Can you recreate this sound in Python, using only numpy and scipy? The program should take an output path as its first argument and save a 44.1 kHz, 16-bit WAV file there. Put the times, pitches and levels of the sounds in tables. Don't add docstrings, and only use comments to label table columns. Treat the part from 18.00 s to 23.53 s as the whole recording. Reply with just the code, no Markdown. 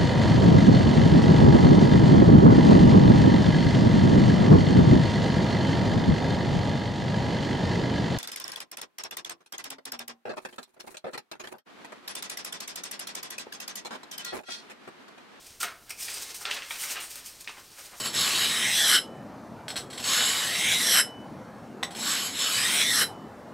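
import sys
import numpy as np
from scipy import signal
from scipy.fft import rfft, irfft, next_fast_len
from scipy.io import wavfile
from scipy.ndimage import uniform_filter1d

SR = 44100
rng = np.random.default_rng(int(sys.argv[2]) if len(sys.argv) > 2 else 0)


def unload_audio(sound):
    columns = np.transpose(np.atleast_2d(sound))
    steps = np.round(np.clip(columns, -1, 1) * 32767)
    wavfile.write(sys.argv[1], SR, steps.astype(np.int16))


def convert_level_to_amplitude(level_db):
    exponent = np.asarray(level_db, float) / 20
    return 10 ** exponent


N = 243981

STATIONS = [0, .36, .73, 1]
# heel_s, belly_s, roll_over_s, toe_s [s]
PUSHES = [
    (-.08, .33, .68, .98),
    (1.9, 2.3, 2.7, 3.0),
    (3.9, 4.5, 4.8, 5.03),
]
FREE_HZ = [2988, 4000, 5150, 5292, 5562, 7630, 7985, 11192, 14840]
# pitch_hz [Hz], level_db [dB per Hz]
STONE = [(180, -55), (300, -8), (940, -5.5), (1700, 3), (2750, 3), (3470, 6), (4830, 1.5), (5340, -4.5),
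         (6960, -4), (7940, 1), (8770, -3.5), (11400, -14.5), (12600, -22), (15600, -23)]


def evened(x):
    return x / np.sqrt(np.mean(x ** 2) + 1e-20)


def read(points, hz):
    f, value = np.transpose(points)
    return np.interp(np.log(hz + 1), np.log(f + 1), value)


def coloured(x, points):
    size = next_fast_len(len(x))
    gain = convert_level_to_amplitude(read(points, np.fft.rfftfreq(size, 1 / SR)))
    return irfft(rfft(x, size) * gain, size)[:len(x)]


def resonate(x, hz, width):
    r, turn = np.exp(-np.pi * width / SR), 2 * np.pi * hz / SR
    gain = np.sqrt(1 - r * r)
    return signal.lfilter([gain, 0, -gain], [1, -2 * r * np.cos(turn), r * r], x) / np.sqrt(2)


def peak(hz, centre_hz, width):
    return np.sqrt(SR / width) / (1 + 1j * (hz[:, None] - centre_hz) / (.65 * width)) ** 2


def drift(t, per_s, count):
    return [np.interp(t * per_s, np.arange(400), knots) for knots in rng.standard_normal((count, 400))]


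def traffic():
    # pitch_hz [Hz], level_db [dB per Hz]
    rumble = [(15, -74), (25, -49), (59, -18), (140, -5), (169, -9), (194, -4.5), (240, -3), (332, -9),
              (370, -10), (459, -9), (808, -11), (1420, -19.5), (2940, -34.5), (5780, -38), (15600, -50.5)]
    # pitch_hz [Hz], likeness [0-1]
    alike = [(60, .96), (240, .97), (1000, .97), (2800, .95), (3800, 1), (15000, 1)]
    # pitch_hz [Hz], difference_db [dB]
    sideways = [(60, 1.2), (500, .9), (1500, .3), (3500, 0), (15000, 0)]
    frames, hz = N // 512 + 5, np.fft.rfftfreq(2048, 1 / SR)
    a, b, c, d, patches = rng.standard_normal((frames, 1025, 5)).T
    patches = evened(uniform_filter1d(uniform_filter1d(patches, size=8, axis=0), size=10, axis=1))
    same = np.clip(read(alike, hz), -1, 1)[:, None]
    lean = convert_level_to_amplitude(read(sideways, hz) / 2)[:, None]
    left = a + 1j * b
    right = same * left + np.sqrt(1 - same ** 2) * (c + 1j * d)
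    z = np.array([left * lean, right / lean])
    z *= convert_level_to_amplitude(read(rumble, hz)[:, None] + 2.2 * patches)
    return convert_level_to_amplitude(-43) * evened(signal.istft(z, nperseg=2048, noverlap=1536)[1][:, :N])


def wall(x, t60, unlike):
    t = np.arange(9000) / SR
    sign = rng.choice([-1., 1.], (2, len(t)))
    taps = sign * (rng.random((2, len(t))) < .05) * convert_level_to_amplitude(-60 * t / t60) * (t > .003)
    side = signal.lfilter([0.79, 1.15, -0.068, -0.94, 0.3], 4, taps[1])
    tail = taps[0] + unlike * side * np.array([[1], [-1]])
    return signal.fftconvolve(x[None], tail / np.linalg.norm(taps[0]), axes=1)[:, :N]


def thuds():
    # start_s [s], level_db [peak dB], pitch_hz [Hz]
    rocks = [
        (0.94, -41, 208),
        (2.945, -32.5, 640),
        (5.012, -32.5, 423),
    ]
    t, out = np.arange(N) / SR, np.zeros(N)
    for s, db, hz in rocks:
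        shake = np.exp(-((t - s - .015) / 0.027) ** 2) * rng.standard_normal(N)
        out += convert_level_to_amplitude(db - 10) * (resonate(shake, hz, 110) + resonate(shake, 230, 140.6))
    return out


def singing():
    # fade_s [s to fall 60 dB], level_db [dB]
    dying = [(.9, -46), (.11, -40), (.16, -38), (.2, -44), (.5, -65), (.14, -48), (.15, -49), (.15, -34),
             (.12, -56)]
    lifts_db = [
        -7,
        3,
        -6,
    ]
    lift_s = .015
    u, out = np.arange(-.02, .5, 1 / SR), np.zeros(N + SR)
    grip_db = 200 * np.maximum(u - .22, 0)
    for hz, (t60, db) in zip(FREE_HZ, dying):
        for push, lift_db in zip(PUSHES, lifts_db):
            start = round((push[-1] + lift_s + u[0]) * SR)
            level_db = db + lift_db + 3 - 60 * np.maximum(u, 0) / t60 - grip_db
            level = convert_level_to_amplitude(level_db) * np.minimum(u / .02 + 1, 1)
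            out[start:start + len(u)] += level * np.sin(2 * np.pi * (hz * u + rng.random()))
    return out[:N]


def grit(size_db, per_s):
    size = convert_level_to_amplitude(size_db * np.minimum(rng.exponential(1, N), 5))
    grains = size * (rng.random(N) < per_s / SR) * rng.standard_normal(N)
    clumps = convert_level_to_amplitude(0.5 * evened(uniform_filter1d(rng.standard_normal(N), size=120)))
    return evened(grains * clumps)


def landings(sand, rows, peaks, blow_s):
    t, drive = np.arange(N) / SR, np.zeros(N)
    for s, db, t60, blow_db in rows:
        u = np.maximum(t - s, 0)
        scuff = convert_level_to_amplitude(np.maximum(db - 12.5 - 60 * u / max(t60, .02), -150))
        drive += scuff * (1 - np.exp(-u / 0.00097)) * sand
        drive -= convert_level_to_amplitude(db + blow_db + 7) * np.exp(-((t - s - .0002) / blow_s) ** 2)
    steel = sum(convert_level_to_amplitude(db - 10.0) * resonate(drive, hz, width + 20) for hz, width, db in peaks)
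    return steel + convert_level_to_amplitude(-3) * coloured(drive, STONE)


def skips(sand):
    # start_s [s], level_db [peak dB], fade_s [s to fall 60 dB], blow_db [dB]
    touches = [
        (1.6819, -17, 0.093, -7),
        (1.7038, -23.5, .15, -2),
        (1.758, -21, .2, -5),
        (1.765, -20, 0.17, -4),
        (1.772, -20.5, 0.038, -23),
        (1.901, -27.5, 0.17, -21),
        (1.9286, -28.5, 0.42, -22),
        (1.9754, -22, .15, -30),
        (3.906, -28, 0.22, -17),
        (3.949, -20, 0.044, -20),
    ]
    # pitch_hz [Hz], width_hz [Hz], level_db [dB]
    held = [(1530, 68, -8.5), (1980, 60, -11.5), (3280, 50, -4.5), (3870, 90, -6), (4230, 30, 0),
            (5300, 60, -3), (5880, 65, -11), (7500, 80, -8.5), (7960, 41, -2), (9260, 74, -18.5),
            (9400, 110, -13), (10960, 35, -7), (12350, 59, -19), (14000, 60, -20)]
    return landings(sand, touches, held, blow_s=.00005)


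def knocks(sand):
    # start_s [s], level_db [peak dB], fade_s [s to fall 60 dB], blow_db [dB]
    blows = [
        (3.8290, -18.5, 0.065, -6.5),
        (3.8329, -22.5, .11, 4),
    ]
    # pitch_hz [Hz], width_hz [Hz], level_db [dB]
    struck = [(755, 98, -8), (1100, 72, -5), (1950, 99, 0), (3020, 110, -22.5), (3720, 360, 6),
              (5500, 160, 1), (6150, 83, -1.5), (7900, 91, 1.5), (9200, 240, -20), (10100, 130, -41),
              (11200, 140, -33), (13100, 86, -27)]
    return landings(sand, blows, struck, blow_s=.00009)


def contact(t):
    # time_s [s], pressure_db [dB]
    strokes = [
        [(0.0, -30), (0.026, -35.5), (0.06, -26), (0.12, -42), (0.15, -27.5), (0.206, -23.5), (0.71, -25),
         (0.956, -19), (0.99, -32.5)],
        [(2.0, -34), (2.016, -43.5), (2.052, -28), (2.13, -21.5), (2.512, -27), (2.732, -22), (2.772, -25.5),
         (3.0, -19), (3.016, -30.5)],
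        [(3.96, -39), (4.088, -25), (4.264, -29.5), (4.318, -38.5), (4.408, -26), (4.816, -20.5),
         (4.852, -26.5), (5.024, -21), (5.045, -32.5)],
    ]
    force = 0
    for rows in strokes:
        touching = (t >= rows[0][0]) * (t < rows[-1][0])
        force = force + convert_level_to_amplitude(np.interp(t, *np.transpose(rows))) * touching
    pressure_db = np.interp(t, *np.transpose(np.vstack(strokes)))
    return force * convert_level_to_amplitude(4.5), 3 - 0.05 * (pressure_db + 27.5)


def travel(t):
    push = sum(t > (a[-1] + b[0]) / 2 for a, b in zip(PUSHES, PUSHES[1:]))
    return np.choose(push, [np.interp(t, row, STATIONS) for row in PUSHES]), push


def loaded_steel(hz, t, place, fine_db):
    # width_hz [Hz], then heel_hz, belly_hz, roll_over_hz, toe_hz [Hz]
    tones = [(90, 1140, 1140, 1150, 1150), (200, 2050, 2050, 2000, 1970), (280, 3800, 3850, 3780, 4120),
             (200, 4400, 4420, 5850, 6200), (120, 5480, 5230, 5100, 5200), (450, 6600, 6800, 6300, 6000),
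             (400, 7600, 7450, 7300, 7600), (260, 8050, 7950, 8150, 8300), (300, 9300, 9000, 9500, 8950),
             (450, 10300, 10100, 10100, 10350), (280, 11300, 11450, 11400, 11500),
             (750, 13900, 13000, 13100, 12700), (800, 14600, 15000, 14900, 14700)]
    # heel_db, belly_db, roll_over_db, toe_db [dB]
    tones_db = [(-3, -3, -20, -4.5), (-5.5, -27, -29, 2.5), (-15, .4, 1, -3.5), (4, -5.5, 0, -22.5),
                (1.2, -33, -28, -1), (-5, -5.5, -8, -11.5), (-2.5, -11, -16, -8), (-2.5, -5.5, -3.5, -2.5),
                (-34, -12, -12.5, -7.5), (-3, -9.5, -10, -6), (-14, -9.5, -31, -0.5),
                (-11.5, -17.5, -12.5, -20), (-24, -21, -19.5, -16.5)]
    steel = 0
    chances = drift(t, per_s=16, count=len(tones))
    for k, ((width, *f), db, chance) in enumerate(zip(tones, tones_db, chances)):
        share_db = fine_db if k > 4 else 0
        gain = np.interp(place, STATIONS, convert_level_to_amplitude(np.array(db))) * convert_level_to_amplitude(share_db + 1.8 * chance - 20.5)
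        opposite = (-1) ** k
        steel = steel + gain * opposite * peak(hz, np.interp(place, STATIONS, f), width)
    return steel


def rolling_steel(hz, t, place, push):
    # rest_hz [Hz], rise_place, top_place, back_place [0-1]
    arches = [(1480, .38, .73, 1), (3050, .58, .84, .95), (5120, .8, .92, 1.08)]
    # rest_db, top_db, after_db [dB]
    arches_db = [(-10, 1.5, 2.5), (-4, 4, 4), (-7, 4, -8)]
    # low_hz, middle_hz, high_hz [Hz]
    tops = [(2100, 3450, 5750), (2330, 3650, 5650), (2350, 3620, 5600)]
    steel = 0
    chances = drift(t, per_s=21, count=len(arches))
    for (rest_hz, *at), db, tops_hz, chance in zip(arches, arches_db, np.transpose(tops), chances):
        f = rest_hz + (tops_hz[push] - rest_hz) * np.interp(place, at, [0, 1, 0])
        gain = np.interp(place, at, convert_level_to_amplitude(np.array(db))) * convert_level_to_amplitude(1.3 * chance - 17.5)
        steel = steel + 1j * gain * peak(hz, f + 20 * chance[::-1], width=190)
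    return steel


def still_lines(hz, place):
    # pitch_hz [Hz], width_hz [Hz], place [0-1], span [0-1], level_db [dB]
    hollows = [(4700, 520, .72, .1, -10), (2550, 300, .89, .07, -8), (6700, 550, .58, .11, -6),
               (9000, 600, .15, .15, -6), (1250, 250, .75, .1, -6)]
    return sum(db * np.exp(-((hz[:, None] - f) / width) ** 2 - ((place - at) / span) ** 2)
               for f, width, at, span, db in hollows)


def narrow_rings(drive):
    # width_hz [Hz], then heel_db, one_third_db, two_thirds_db, toe_db [dB]
    shaken = [(29.9, -34, -6, -20.5, -28.5), (49.2, -10, -13, -54, -5), (40, -24, -44, -24.5, -4),
              (40, -9, -17, -49, -6), (40, -31, -32, -13, -23), (49.3, -13.5, -12, -35, -16.5),
              (71, -17, -19.5, -17.5, -22.5), (59.6, -24, -11, -17.5, -4), (60.1, -25.5, -38.5, -29, -25.5)]
    t, out = np.arange(N) / SR, np.zeros(N)
    place = travel(t)[0]
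    for f, (width, *db), chance in zip(FREE_HZ, shaken, drift(t, per_s=9, count=len(FREE_HZ))):
        level_db = np.interp(place, np.linspace(0, 1, len(db)), db) - 10.5 + 2.5 * chance
        out += resonate(drive * convert_level_to_amplitude(level_db), f, width)
    return out


def blade(sand):
    t = np.arange(N) / SR
    force = contact(t)[0] * convert_level_to_amplitude(0.26 * drift(t, per_s=20, count=1)[0])
    frame = dict(fs=SR, nperseg=512, noverlap=384)
    hz, t, z = signal.stft(force * sand, **frame)
    fine_db, (place, push) = contact(t)[1], travel(t)
    hiss = signal.stft(force * sand[::-1], **frame)[2]
    hiss = hiss * convert_level_to_amplitude(-8.5 + read(STONE, hz)[:, None] + .5 * fine_db)
    steel = loaded_steel(hz, t, place, fine_db) + rolling_steel(hz, t, place, push)
    mottle = uniform_filter1d(rng.standard_normal(z.shape), size=5, axis=0)
    mottle = evened(uniform_filter1d(mottle, size=26, axis=1))
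    z = (z * steel + hiss) * convert_level_to_amplitude(2.46 * mottle + still_lines(hz, place))
    return signal.istft(z, **frame)[1][:N] + narrow_rings(force * sand)


def scene():
    sand = grit(size_db=0.5, per_s=18000)
    near = blade(sand) + skips(sand) + knocks(sand) + thuds()
    return near + singing() + convert_level_to_amplitude(-8) * wall(near, t60=0.17, unlike=0.2) + traffic()


def roll_off(x):
    return signal.sosfilt(signal.butter(12, 15800, fs=SR, output="sos"), x)


def record(dry):
    x = signal.sosfilt(signal.butter(2, 50, "high", fs=SR, output="sos"), dry)
    treble_limit = signal.firwin(511, 15750, window=("kaiser", 7), fs=SR)
    x = signal.oaconvolve(x, treble_limit[None], "same")
    return roll_off(x)


dry = scene()
out = record(dry)
unload_audio(out)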